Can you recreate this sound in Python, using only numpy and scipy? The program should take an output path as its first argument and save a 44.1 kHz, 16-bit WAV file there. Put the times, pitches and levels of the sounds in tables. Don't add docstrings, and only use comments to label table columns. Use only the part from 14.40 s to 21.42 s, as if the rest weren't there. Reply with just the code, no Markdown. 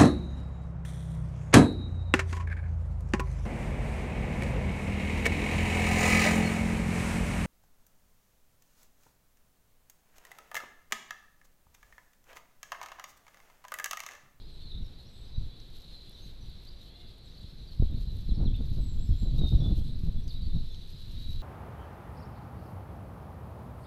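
import sys
import numpy as np
from scipy import signal
from scipy.fft import rfft, irfft, next_fast_len
from scipy.io import wavfile

SR = 44100
rng = np.random.default_rng(int(sys.argv[2]) if len(sys.argv) > 2 else 0)


def to_wav(sig):
    pcm = np.clip(np.atleast_2d(sig), -1, 1) * 32767
    pcm = np.round(pcm).astype(np.int16)
    wavfile.write(sys.argv[1], SR, pcm.T)


N = 309582
TIME = np.arange(N) / SR

# pitch_hz, gain_db
MIC_TONE = [(1200, -40), (2200, -23), (2900, -11.5), (3300, -5.5), (3650, -1), (4000, 5), (4400, -4.5),
            (5000, -14), (6000, -21), (7500, -22.5), (10000, -24), (12500, -24.5), (13600, -25.5),
            (14300, -37)]


def from_db(db):
    return 10 ** (np.asarray(db) / 20)


def rms_one(x):
    return x / np.sqrt(np.mean(x ** 2) + 1e-20)


def in_time(points):
    times_s, values = np.transpose(points)
    return np.interp(TIME, times_s, values)


def colour(x, tone):
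    hz, db = np.transpose(tone)
    size = next_fast_len(N)
    octave = np.log2(np.maximum(np.fft.rfftfreq(size, 1 / SR), 1))
    outside = np.abs(octave - np.clip(octave, np.log2(hz[0]), np.log2(hz[-1])))
    gain = from_db(np.interp(octave, np.log2(hz), db) - 30 * outside)
    return irfft(rfft(x, size) * gain, size)[:N]


def noise(tone):
    return rms_one(colour(rng.standard_normal(N), tone))


def drift(rate_hz):
    r = np.exp(-2 * np.pi * rate_hz / SR)
    return rms_one(signal.lfilter([1], [1, -2 * r, r * r], rng.standard_normal(N + SR))[SR:])


def add(out, start_s, sound):
    at = max(int(start_s * SR), 0)
    out[at:at + len(sound)] += sound[:max(N - at, 0)]


def swells(floor_db, rows):
    power = from_db(floor_db) ** 2
    for middle_s, length_s, level_db in rows:
        u = np.linspace(-4, 4, int(4 * length_s * SR))
        add(power, middle_s - 2 * length_s, from_db(level_db) ** 2 * .5 ** (u * u))
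    return 10 * np.log10(power)


def glide(length_s, start_hz, middle_hz, end_hz):
    u = np.linspace(-1, 1, int(length_s * SR))
    slide = (end_hz - start_hz) / 2 * u
    hook = ((start_hz + end_hz) / 2 - middle_hz) * np.abs(u) ** 2.4
    return middle_hz + slide + hook, np.sqrt(np.abs(np.cos(np.pi * u / 2)))


def background(air_db=-62.5, hiss_trim_db=-0.5, flicker_db=1.5):
    # pitch_hz, gain_db
    air_tone = [(88, -23), (150, -1), (372, -2), (628, -9.5), (667, -10), (788, -12.5), (1330, -17),
                (2600, -18), (3380, -32), (5720, -120)]
    # time_s, level_db (before the trim)
    hiss_levels = [(0.0, -60), (0.7, -62), (1.22, -60), (1.4, -58.5), (1.68, -56.5), (2.1, -60),
                   (3.8, -59.5), (4.85, -58.5), (5.15, -54.5), (5.58, -62), (5.85, -60), (7.02, -55.5)]
    hiss = noise(MIC_TONE) * from_db(in_time(hiss_levels) + hiss_trim_db + flicker_db * drift(10.3))
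    return hiss + noise(air_tone) * from_db(air_db)


def wind(lumpy_db=1.5, burst_db=3.0, rumble_boost_db=3.0, fine_share=0.34):
    # pitch_hz, gain_db
    rumble_tone = [(14, 9), (25, -3.5), (50, -4.5), (80, -11), (130, -15.5), (220, -36.5)]
    flutter_tone = [(60, -4.5), (110, 0), (160, -1), (230, -6), (320, -17.5), (450, -30)]
    fine_tone = [(150, -35), (260, 6), (400, 0), (700, -9.5), (1000, -19), (1500, -25.5), (2500, -53)]
    # time_s, rumble_db (before the boost)
    breeze = [(0.0, -48.5), (0.3, -43.5), (0.7, -49.5), (0.92, -47.5), (1.2, -48), (1.7, -51.5),
              (2.05, -47), (2.5, -49.5), (3.36, -45.5), (3.45, -32.5), (4.4, -33), (5.0, -27), (5.5, -33),
              (5.92, -40), (6.15, -35), (6.4, -44.5), (7.02, -35.5)]
    # middle_s, length_s, rumble_db (before the boost), fine_db
    buffets = [(0.4, 0.072, -37, -93), (0.996, 0.14, -38, -83), (2.065, 0.054, -44, -86),
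               (3.428, 0.026, -25, -47.5), (3.537, .05, -41, -54.5), (3.759, 0.043, -31.5, -60.5),
               (3.908, 0.035, -26.5, -62), (4.015, 0.049, -23, -43.5), (4.1, 0.076, -23.5, -61),
               (4.227, 0.035, -35, -53.5), (4.332, 0.032, -28, -61), (4.391, 0.043, -27.5, -51.5),
               (4.594, 0.062, -34, -57), (4.718, 0.02, -23, -58), (4.861, 0.043, -28, -48.5),
               (4.976, 0.064, -23, -52), (5.039, 0.035, -19.5, -41.5), (5.167, 0.05, -22, -48.5),
               (5.237, .06, -27, -46.5), (5.321, 0.034, -25, -46), (5.39, 0.034, -31, -53.5),
               (5.517, 0.059, -34, -61), (5.68, 0.038, -26, -57.5), (5.797, 0.15, -32, -64),
               (6.065, .08, -32.5, -75), (6.156, 0.062, -28.5, -56)]
    breeze_db = in_time(breeze)
    calm_fine_db = -79.5 + 0.29 * (breeze_db + 49.5)
    rumble_db = swells(breeze_db, [(s, length_s, db) for s, length_s, db, _ in buffets])
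    fine_db = swells(calm_fine_db, [(s, length_s, db) for s, length_s, _, db in buffets])
    flutter_db = (1 - fine_share) * rumble_db + fine_share * fine_db
    lumps = drift(14)
    rumble = rms_one(noise(rumble_tone) * from_db(lumpy_db * lumps))
    flutter = rms_one(noise(flutter_tone) * from_db(burst_db * (lumps + 0.99 * drift(30))))
    fine = rms_one(noise(fine_tone) * from_db(burst_db * (0.45 * lumps + 1.3 * drift(70))))
    return (rumble * from_db(rumble_db + rumble_boost_db)
            + flutter * from_db(flutter_db)
            + fine * from_db(fine_db))


def chorus(centre_hz=4500, sweep=0.0692, base_db=-53, spread_db=1.5):
    # time_s, notes_per_s
    note_rates = [(0, 18), (2.4, 20), (3.0, 44), (4.8, 42), (5.6, 18), (6.1, 36)]
    out = np.zeros(N)
    mic_hz, mic_db = np.transpose(MIC_TONE)
    starts = TIME[rng.random(N) < in_time(note_rates) / SR]
    variations = rng.standard_normal((len(starts), 5)).clip(-2, 2)
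    for start_s, (pitch, slope, arch, length, level) in zip(starts, variations):
        length_s = 0.0225 * np.exp(0.31 * length)
        note_hz = centre_hz * np.exp(.15 * pitch)
        start_hz, end_hz = note_hz * (1 - sweep * slope), note_hz * (1 + sweep * slope)
        hz, swell = glide(length_s, start_hz, note_hz * (1 + 0.0144 * arch), end_hz)
        gain = from_db(base_db + spread_db * level + .8 * np.interp(hz, mic_hz, mic_db))
        add(out, start_s, gain * swell * np.sin(2 * np.pi * np.cumsum(hz) / SR))
    return out


def songbirds(rasp_hz=330, flutter_db=3.5):
    # start_s, length_s, start_hz, middle_hz, end_hz, rasp (0 to 1), relative_db
    notes = [(.11, .06, 8200, 8400, 8200, .2, -80.5), (0.196, .13, 4330, 4200, 3935, 0.24, -57),
             (.267, 0.18, 3865, 3800, 3875, .45, -55.5), (.415, 0.063, 5800, 5560, 5100, 0.2, -74),
             (.663, 0.026, 5200, 5640, 5950, .25, -69), (0.685, .16, 8060, 7950, 7900, .85, -74.5),
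             (.934, .059, 3910, 3920, 4070, 0.22, -54.5), (1.511, 0.11, 4190, 4090, 4000, 0.18, -56),
             (1.72, .045, 6000, 5550, 4800, .1, -72), (1.817, 0.029, 6050, 6400, 6300, 0, -67.5),
             (1.999, .05, 6000, 6000, 5700, 0.3, -73), (2.27, 0.027, 4170, 4550, 4900, 0.34, -56.5),
             (2.85, .025, 8200, 7550, 7200, .1, -74), (2.972, 0.015, 3780, 4360, 4650, .1, -59),
             (3.268, 0.033, 4700, 4630, 4500, .2, -62), (3.315, 0.024, 4100, 4270, 4420, 0.1, -56.5),
             (3.883, 0.043, 4010, 3950, 3280, .16, -56.5), (3.932, .055, 5350, 5160, 4400, 0.1, -70),
             (4.05, 0.038, 4185, 3670, 3300, 0.43, -49), (4.139, 0.016, 2500, 2700, 3260, .22, -55.5),
             (4.142, 0.024, 3630, 3600, 3230, 0, -47), (4.38, 0.17, 7560, 7800, 7050, 0.1, -68.5),
             (4.582, 0.11, 6850, 7750, 6800, 0, -67), (4.755, .135, 7000, 7600, 7000, 0, -69),
             (4.844, 0.062, 4020, 3960, 3980, 0, -54.5), (4.981, .033, 3680, 3860, 3800, 0, -44),
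             (5.009, 0.088, 3790, 3722, 3680, 0.02, -44.5), (5.109, 0.11, 3980, 3880, 3910, 0.12, -56.5),
             (5.172, .05, 5750, 5700, 5300, .35, -66.5), (5.20, 0.12, 3435, 3490, 3533, 0.04, -51),
             (5.298, 0.27, 8250, 8130, 8150, .15, -78.5), (5.72, 0.11, 8000, 8120, 8300, .2, -80),
             (5.823, 0.031, 5370, 5830, 6150, .3, -66), (5.875, 0.057, 4880, 4400, 3320, 0.7, -54),
             (5.94, 0.045, 3620, 3880, 3830, .17, -51.5), (6.02, .055, 4500, 4440, 4540, 0.14, -55.5),
             (6.128, .095, 3950, 3900, 4120, 0.44, -52.5), (6.296, 0.025, 3560, 3540, 3420, 0.1, -55),
             (6.304, .12, 6380, 6300, 5670, .3, -72.5), (6.739, 0.25, 3880, 3873, 4020, .11, -53.5)]
    out = np.zeros(N)
    warble, flutter = drift(185), from_db(flutter_db * drift(59))
    for start_s, length_s, start_hz, middle_hz, end_hz, rasp, relative_db in notes:
        hz, swell = glide(length_s, start_hz, middle_hz, end_hz)
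        here = (int(start_s * SR) + np.arange(len(hz))) % N
        phase = 2 * np.pi * np.cumsum(hz + rasp * rasp_hz * warble[here]) / SR
        add(out, start_s, np.sqrt(2) * from_db(relative_db) * swell * flutter[here] * np.sin(phase))
    return out


def trunk_echoes(calls, echoes_per_s=900, fade_s=.4, delay_s=.012):
    t = TIME[:SR]
    echoes = rng.standard_normal(SR) * (rng.random(SR) < echoes_per_s / SR)
    echoes *= from_db(-60 * t / fade_s) * (t > delay_s)
    return signal.fftconvolve(calls, echoes / np.sqrt(np.sum(echoes ** 2)))[:N]


def eddies(low_cut_hz=28):
    # middle_s, peak_db (before the bass cut), half_width_s
    hits = [(0.412, -15, 0.0054), (0.425, -18, 0.0045), (0.982, -14, 0.003), (3.045, -28.5, 0.0019),
            (3.401, -7, 0.0024), (3.425, -12.5, 0.00096), (3.436, -7.5, 0.0045), (3.546, -15.5, 0.0021),
            (3.892, -19, 0.0013), (4.06, -18.5, 0.0012), (4.081, -15.5, 0.0015), (4.693, -13.5, 0.002),
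            (4.833, -15, 0.002), (5.021, -17, 0.003), (5.036, -23, 0.00065), (5.154, -11.5, 0.004),
            (5.224, -23, 0.00083), (5.283, -10, 0.0024), (5.637, -16, 0.0018), (6.077, -15.5, 0.0027),
            (6.187, -28, 0.0032)]
    bumps = sum(from_db(peak_db) / (1 + ((TIME - middle_s) / half_width_s) ** 2)
                for middle_s, peak_db, half_width_s in hits)
    return signal.sosfilt(signal.butter(1, low_cut_hz, "high", fs=SR, output="sos"), bumps)


def ticks(fade_s=0.0093):
    # start_s, peak_db, pitch_hz, width_hz
    snaps = [(1.2006, -50.5, 5700, 1600), (1.695, -49, 11400, 4000), (1.718, -53, 11500, 4000),
             (2.0976, -56, 12000, 4000), (2.7831, -56, 11500, 4000), (3.7698, -51, 12000, 4000),
             (4.1634, -55, 12000, 4000), (4.3016, -55, 11900, 4000), (4.9948, -47, 7000, 4000),
             (5.0749, -47, 5240, 2500), (5.092, -45, 5160, 2500), (5.1372, -56, 11200, 7000),
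             (5.3807, -52, 8600, 10000), (5.879, -42, 4900, 2400), (5.9254, -55, 11500, 4000),
             (6.346, -39, 3830, 2000), (6.4747, -57, 8100, 7000), (6.5026, -53, 7900, 7000)]
    out = np.zeros(N)
    fade = from_db(-60 * TIME[:SR // 20] / fade_s)
    for start_s, peak_db, pitch_hz, width_hz in snaps:
        band_hz = np.clip([pitch_hz - width_hz / 2, pitch_hz + width_hz / 2], 500, .45 * SR)
        burst = rng.choice([-1, 1], len(fade)) * fade
        crack = signal.sosfilt(signal.butter(2, band_hz, "band", fs=SR, output="sos"), burst)
        add(out, start_s, from_db(peak_db) * crack / np.abs(crack).max())
    return out


def rustle(cracks_per_s=900, clump_db=1.0, restless_db=3.5, rise_db_per_s=0.85):
    # pitch_hz, gain_db
    leaf_tone = [(1900, -20), (2800, -0.5), (4000, 5.5), (5200, -2), (7000, -8.5), (10000, -12),
                 (12700, -1.5), (14000, -26)]
    # middle_s, length_s, level_db
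    scuffs = [(1.365, 0.045, -65), (1.414, 0.024, -62.5), (1.877, 0.079, -67), (2.254, 0.028, -65),
              (3.046, 0.056, -76), (3.613, 0.056, -64), (4.253, .04, -65), (4.342, 0.034, -63),
              (4.425, .07, -67), (4.57, .04, -69), (4.98, 0.03, -60), (5.09, .06, -62.5),
              (5.384, 0.027, -58), (5.653, .06, -71), (6.506, .04, -64), (6.61, 0.037, -70),
              (6.71, 0.035, -66), (6.83, 0.049, -65), (6.925, 0.049, -61), (7.01, .04, -67.5)]
    sizes = from_db(-5.5 * np.minimum(rng.exponential(1, N), 3)) * rng.choice([-1, 1], N)
    cracks = sizes * (rng.random(N) < cracks_per_s / SR) * from_db(clump_db * drift(50))
    stir_db = -77.5 + rise_db_per_s * TIME + restless_db * drift(4.7)
    return rms_one(colour(cracks, leaf_tone)) * from_db(swells(stir_db, scuffs))


def far_cry(start_s=2.46, waver_hz=10):
    # pitch_multiple, relative_db
    harmonics = [(1, -68.5), (3, -73), (4, -72.5), (5, -61.5)]
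    hz, swell = glide(length_s=0.27, start_hz=580, middle_hz=712, end_hz=620)
    phase = 2 * np.pi * np.cumsum(hz + waver_hz * drift(67)[:len(hz)]) / SR
    voice = sum(from_db(db) * np.sin(multiple * phase) for multiple, db in harmonics)
    out = np.zeros(N)
    add(out, start_s, swell * voice)
    return out


def grass_brush(middle_s=6.93, length_s=0.61, level_db=-70.5):
    # pitch_hz, gain_db
    grass_tone = [(900, -3), (1500, -2), (2800, -2), (3600, -3)]
    swell = .5 ** (2 * ((TIME - middle_s) / length_s) ** 2)
    return noise(grass_tone) * from_db(level_db) * swell


def scene(direct_db=-1, echo_db=-6.5):
    calls = songbirds() + far_cry()
    twitters = chorus() / 2
    birds = from_db(direct_db) * calls + twitters + trunk_echoes(from_db(echo_db) * calls + twitters)
    return (wind() + eddies() + birds + rustle() + grass_brush() + ticks() + background())[None, :]


def record(dry, cutoff_hz=13900):
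    return signal.sosfilt(signal.ellip(10, .2, 80, cutoff_hz, fs=SR, output="sos"), dry)


dry = scene()
out = record(dry)
to_wav(out)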